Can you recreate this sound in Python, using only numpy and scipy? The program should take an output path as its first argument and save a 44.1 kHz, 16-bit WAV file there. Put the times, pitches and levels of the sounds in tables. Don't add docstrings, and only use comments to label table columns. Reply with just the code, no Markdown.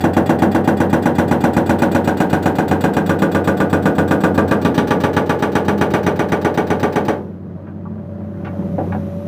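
import sys
import numpy as np
from scipy import signal
from scipy.io import wavfile
from scipy.ndimage import uniform_filter1d

SR = 44100
rng = np.random.default_rng(int(sys.argv[2]) if len(sys.argv) > 2 else 0)


def file_out(sig):
    cols = np.atleast_2d(sig).T
    lim = np.clip(cols, -1, 1)
    pcm = np.round(lim * 32767).astype(np.int16)
    wavfile.write(sys.argv[1], SR, pcm)


N = 408807

# f/Hz, relative level/dB at first, level/dB as the tool sinks in,
# level/dB once it has reseated, longest t60/s
STEEL_MODES = [(93.3, -29, -16, -28.5, 0.65), (166, -20, -19.5, -17, 0.27), (191.7, -9.5, -6, -11, 0.13),
               (251, -13, -17, -18, 0.14), (261.7, -13.5, -16, -20.5, 0.26), (288.1, -9.5, -6, -11.5, 0.26),
               (326.8, -3.5, -5, -4, 0.19), (400.5, -13.5, -20.5, -11, 0.45), (496.4, -28.5, -21.5, -23, 1),
               (547, -17, -14, -14.5, 0.26), (597, -15.5, -18, -14, .12), (761, 0.5, -6, -23, 0.077),
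               (827.4, -20, -18, -6, 0.1), (859, -53, -72, -19.5, 0.54), (987.5, -84, -27.5, -45, 0.027),
               (1168.5, -21, -13, -13, 0.095), (1473.5, -20, -17, -20, 0.075),
               (1588, -20, -18, -25.5, 0.11), (1696, -21.5, -26.5, -11.5, 0.054),
               (1883, -26, -52, -30, 0.13), (2260, -60, -49, -27.5, 0.12), (2446, -22.5, -21, -19.5, 0.055),
               (2735, -26.5, -31, -43, 0.095), (2846, -30, -32.5, -28, 0.087),
               (3050, -73, -77, -27.5, 0.052), (3405, -33, -35, -54, 0.19), (3730, -69.5, -35, -34, 0.098),
               (4630, -36, -50, -43, 0.087), (5780, -24.5, -23, -18.5, 0.012), (6840, -32, -32, -52, .05),
               (8220, -50, -57, -57, 0.023), (7780, -29, -26.5, -35, 0.014), (9900, -32.5, -34, -60, .1),
               (15200, -57.5, -39, -36, .05)]
# f/Hz, level/dB
SNAP_SPECTRUM = [(100, -22.5), (400, -3.5), (1000, -6), (2000, 3.5), (2900, 0.5), (3500, 6.5), (4400, 13.5),
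                 (5600, -5), (7900, 8.5), (10000, -3), (16000, 13.5)]
STAGES_S = 0.5, 3.5, 4.4, 4.7
EDGES_HZ = 40 * 2 ** np.arange(0, 8.8, 1 / 3)


def amp(db):
    return np.exp(np.asarray(db) * (np.log(10) / 20))


def rms_one(x):
    return x / np.sqrt(np.mean(x ** 2) + 1e-20)


def high_pass(x, order, hz):
    return signal.sosfilt(signal.butter(order, hz, "high", fs=SR, output="sos"), x)


def at_hz(points, hz):
    table = np.array(points)
    return np.interp(np.log(hz), np.log(table[:, 0]), table[:, 1])


def brightness(hz):
    return np.clip(np.log2(hz / 1000) / 2, 0, 1)


def bump(hz, centre_hz, spread):
    return np.exp(-(np.log2(hz / centre_hz) / spread) ** 2)


def drift(rate_hz):
    step = 40
    r = np.exp(-2 * np.pi * rate_hz * step / SR)
    white = rng.standard_normal(N // step + 2002)
    slow = signal.lfilter([1], [1, -2 * r, r * r], white)[2000:]
    return np.interp(np.arange(N) / step, np.arange(len(slow)), rms_one(slow))


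def clicks(times, gains):
    out = np.full(N, 1e-18)
    out[np.round(np.asarray(times) * SR).astype(int)] = gains
    return out


def dying(train, t60, rise_s):
    rise = np.exp(-1 / (rise_s * SR))
    decay = amp(-60 / (t60 * SR))
    return signal.lfilter([1 - rise], np.convolve([1, -rise], [1, -decay]), train)


def ring(drive, hz, t60):
    r, w = amp(-60 / (t60 * SR)), 2 * np.pi * hz / SR
    return signal.lfilter([0, np.sin(w)], [1, -2 * r * np.cos(w), r * r], drive)


def band_filters():
    for low, high in zip(EDGES_HZ, EDGES_HZ[1:]):
        sos = signal.butter(1, [low, high], "band", fs=SR, output="sos")
        yield np.sqrt(low * high), np.vstack([sos, sos])


def bands(white):
    for k, (hz, sos) in enumerate(band_filters()):
        yield hz, signal.sosfilt(sos, white[k % 2])


def self_noise():
    return amp(-90) * rng.standard_normal(N)


def engine():
    # t/s, firing f/Hz, load gain/dB, oil hiss level/dB, pump whine level/dB
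    course = [(0, 92.55, 13, -58.5, -56), (7.1, 92, 10, -56, -43), (7.4, 95.56, 6, -71, -53),
              (7.801, 96.35, 6, -74, -50.5), (8.0, 96.48, 4.5, -73, -45), (8.3, 95.8, 5, -71, -43),
              (8.6, 95.6, 6, -65, -45.5), (8.72, 94.6, 4, -65, -39), (8.9, 95.64, 6.5, -63.5, -48),
              (9.02, 93.5, 3.5, -64.5, -43), (9.27, 96.6, 0.5, -66, -41.5)]
    # multiple of firing f, rms level/dB, waver/dB
    orders = [(0.99, -40.5, 0.9), (2.2, -44.5, 5.3), (10 / 3, -52, 2.2)]
    # f/Hz, relative spectral density level/dB
    rumble_spectrum = [(18, -80), (30, -39), (55, -14), (77, -8.5), (97, -3), (125, 1.5), (155, 7),
                       (193, 14), (239, -6), (323, 2.5), (445, -10), (563, -6.5), (669, -13.5), (1500, -26),
                       (5000, -79), (6500, -87), (11000, -120)]
    # f/Hz, relative spectral density level/dB
    hiss_spectrum = [(1470, -1), (2500, 2), (3350, -4), (3940, 2), (4570, -54), (5130, -8), (6170, -2),
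                     (7430, -16), (10500, -7), (15800, -12)]
    whine_order = 6

    s, *columns = np.transpose(course)
    firing_hz, load_db, hiss_db, whine_db = [np.interp(np.arange(N) / SR, s, c) for c in columns]
    phase = 2 * np.pi * np.cumsum(firing_hz * (1 + 0.00073 * drift(2.6))) / SR
    tones = 0
    for order, level_db, waver_db in orders:
        sine = np.sin(order * phase + rng.uniform(0, 2 * np.pi))
        tones = tones + amp(level_db + waver_db * drift(1.8)) * np.sqrt(2) * sine
    throb = 1 + 0.083 * np.cos(phase / 3) + 0.25 * np.cos(phase)
    together, rumble, hiss = drift(4.4), 0, 0
    for hz, band in bands(rng.standard_normal((2, N))):
        rumble = rumble + amp(at_hz(rumble_spectrum, hz) + 0.49 * together + 1.8 * drift(7.4)) * band
        hiss = hiss + amp(at_hz(hiss_spectrum, hz)) * band
    body = amp(load_db) * (tones + amp(-36.5) * throb * rms_one(rumble))
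    whine = amp(whine_db) * np.sqrt(2) * np.sin(whine_order * phase)
    return body + whine + amp(hiss_db) * rms_one(hiss)


def knocks():
    # t/s, relative level/dB, low edge f/Hz, high edge f/Hz, t60/s
    impacts = [(7.667, -43.5, 300, 1500, 0.13), (7.853, -37.5, 860, 1260, 0.1),
               (7.979, -52, 690, 1580, 0.084), (8.448, -42, 300, 2270, 0.14), (8.468, -43, 700, 2000, 0.12),
               (8.781, -31, 223, 960, 0.12), (8.797, -32, 273, 674, 0.21), (8.921, -38, 446, 1920, 0.073),
               (8.948, -36, 450, 1360, 0.081)]
    out = np.zeros(N)
    t = np.arange(SR // 3) / SR
    for at, level_db, low_hz, high_hz, t60 in impacts:
        envelope = (1 - np.exp(-t / 0.00071)) * amp(-60 * t / t60)
        burst = rng.standard_normal(len(t)) * envelope
        burst += amp(-38) * sum(ring(burst, hz, t60=0.06) for hz, *_ in STEEL_MODES)
        band = signal.butter(3, [low_hz, high_hz], "band", fs=SR, output="sos")
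        start = round(at * SR)
        knock = amp(level_db) * np.sqrt(SR / high_hz) * signal.sosfilt(band, burst)
        out[start:start + len(t)] += knock[:N - start]
    return out


def strokes():
    # first snap t/s, number of strokes, period/s,
    # fall of the piston from snap to contact/s
    runs = [(0.0059, 16, .12723, .0331), (2.0427, 8, .1274, .0322), (3.0614, 10, .12702, .0317),
            (4.3444, 2, .1341, .0328), (4.6148, 10, .12915, .0336), (5.9036, 9, .12755, .0334),
            (7.0489, 1, .125, .0328)]
    # t/s, blow level/dB, treble level/dB, snap level against the blow/dB
    force = [(0, -3.5, 0, -8), (0.7, -3, 0.5, -12.5), (1.5, -3, 0.5, -10.5), (2.0, -3, 1.5, -9),
             (2.7, -3.5, -1, -7), (3.7, -3, -1, -10.5), (4.1, -2.5, 0, -11.5), (4.34, -1.5, -4.5, -11.5),
             (4.74, -5.5, 1, -8), (4.87, -3, -2, -8.5), (5.26, -4.5, -0.5, -12.5), (5.9, -4.5, -0.5, -14),
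             (6.5, -5, -2.5, -12.5), (7.05, -5, -3, -11.5)]
    uneven_s, uneven_db = 0.00025, (0.4, 0.6, 1.1)

    s = np.concatenate([first + period * np.arange(count) for first, count, period, _ in runs])
    fall_s = np.concatenate([np.full(count, fall) for _, count, _, fall in runs])
    chance = rng.standard_normal((len(s), 4))
    at, *columns = np.transpose(force)
    levels_db = np.array([np.interp(s, at, c) for c in columns]) + (chance[:, 1:] * uneven_db).T
    s = s + uneven_s * chance[:, 0]
    return s, s + fall_s, *levels_db


def slip_db(s, hz):
    # middle t/s, reach/s, centre f/Hz, level/dB, spread/octaves
    slips = [(4.42, 0.11, 1500, 4.5, 0.15), (4.68, 0.13, 3630, 5, 0.18), (4.71, 0.14, 211, 8.5, 0.7)]
    total_db = 0
    for at, reach, centre_hz, db, spread in slips:
        nearness = np.clip(2 - 2 * np.abs(s - at) / reach, 0, 1)
        total_db = total_db + db * bump(hz, centre_hz, spread) * nearness
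    return total_db


def repeating_noise(times, likeness):
    length = SR // 5
    starts = np.round(np.r_[0, times] * SR).astype(int)
    fresh = rng.standard_normal((2, len(starts) + 30, length))
    keep = np.clip(likeness, 0, .99)
    rows = signal.lfilter([np.sqrt(1 - keep ** 2)], [1, -keep], fresh, axis=1)[:, 30:]
    stroke = np.searchsorted(starts, np.arange(N), "right") - 1
    return rows[:, stroke, (np.arange(N) - starts[stroke]) % length]


def steel_ringing(blows, noise):
    s, hit, peak_db, treble_db, snap_db = blows
    push_s, rebound_s, valve_seats_s = 0.0027, 0.0145, 0.0149
    most_cycles = 300
    out = np.zeros(N)
    for hz, first_db, sunk_db, late_db, t60 in STEEL_MODES:
        bright = brightness(hz)
        mode_db = np.interp(s, STAGES_S, [first_db, sunk_db, sunk_db, late_db])
        level_db = peak_db + mode_db + bright * treble_db + slip_db(s, hz)
        gain = amp(level_db + 1.0 * rng.standard_normal(len(s)))
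        snap = clicks(s, gain * amp(snap_db + at_hz(SNAP_SPECTRUM, hz)))
        rattle = amp(-21.5) * noise[0] * dying(snap + clicks(hit, gain), t60=0.1, rise_s=0.00081)
        push = clicks(hit + push_s, gain) - clicks(hit, .5 * gain)
        push += clicks(hit + rebound_s, 3.4 * gain * bump(hz, 1430, 0.24))
        push += clicks(s + valve_seats_s, 0.17 * gain) + snap
        drive = (1 - 0.85 * bright) * push + np.clip(0.23 + bright, 0, 1) * rattle
        out += ring(drive, hz, min(t60, most_cycles / hz))
    return out


def rock_clatter(blows, noise):
    s, hit, peak_db, treble_db, snap_db = blows
    # f/Hz, relative spectral density level/dB
    spectrum = [(50, -42), (80, -8), (200, -2), (450, -2.5), (850, -4), (1100, -12), (1600, -8),
                (2100, -25.5), (3000, -22.5), (5100, -34.5), (8000, -36), (12000, -37.5), (16000, -34)]
    # f/Hz, t60/s
    decay = [(80, 0.43), (300, 0.64), (1000, 0.29), (1800, 0.23), (3000, 0.19), (5000, .15), (10000, 0.19)]
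    # f/Hz, level/dB
    reseated = [(150, -4.5), (400, 0.5), (900, 0), (2500, 5), (6000, 3.5), (12000, -0.5)]
    seated = np.interp(s, STAGES_S[2:], [0, 1])
    out = np.zeros(N)
    for k, (hz, sos) in enumerate(band_filters()):
        bright = brightness(hz)
        level_db = peak_db + at_hz(spectrum, hz) + seated * at_hz(reseated, hz)
        contact = clicks(hit, amp(level_db + slip_db(s, hz) + bright * treble_db))
        blow = dying(contact, at_hz(decay, hz), rise_s=0.00041)
        blow += 0.2 * bright * dying(contact, t60=0.011, rise_s=0.0027)
        snap_clicks = clicks(s, amp(level_db + snap_db + at_hz(SNAP_SPECTRUM, hz)))
        snap = dying(snap_clicks, t60=0.085, rise_s=0.0029)
        out += signal.sosfilt(sos, noise[k % 2] * np.sqrt(blow ** 2 + snap ** 2))
    return high_pass(rms_one(out), 2, 170)


def push_thump(blows):
    s, hit, peak_db, *_ = blows
    stage_db = np.interp(s, STAGES_S[:2], [-20, -15])
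    return ring(clicks(hit + 0.0019, amp(peak_db + stage_db)), 520, t60=0.0043)


def breaker():
    # delay t/s, level/dB
    echoes = [(.012, -18.5), (0.029, -12.5), (0.0501, -10), (0.086, -24.5)]
    blows = strokes()
    noise = repeating_noise(blows[0], likeness=.96)
    direct = amp(-2) * steel_ringing(blows, noise) + amp(-18) * rock_clatter(blows, noise) + push_thump(blows)
    direct = high_pass(direct, 3, 80)
    dull = signal.sosfilt(signal.butter(1, 900, fs=SR, output="sos"), direct)
    for lag_s, level_db in echoes:
        lag = round(lag_s * SR)
        direct[lag:] += amp(level_db) * dull[:-lag]
    return direct


def scene():
    return (self_noise() + engine() + knocks() + breaker())[None]


def record(dry):
    target_db, release_db_per_s, most_gain_db = -2, 6, 12
    dry = high_pass(dry, 3, 60)
    ramp_db = release_db_per_s * np.arange(N) / SR
    level_db = 20 * np.log10(np.abs(dry) + 1e-9)
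    held_db = np.maximum(np.maximum.accumulate(level_db + ramp_db, axis=1), target_db) - ramp_db
    gain_db = np.clip(target_db - held_db, 0, most_gain_db)
    loud = dry * amp(uniform_filter1d(gain_db, size=200, axis=1))
    rounded = 1.138 * np.tanh(loud / 1.362)
    return signal.sosfilt(signal.cheby2(16, 60, 16000, fs=SR, output="sos"), rounded)


dry = scene()
out = record(dry)
file_out(out)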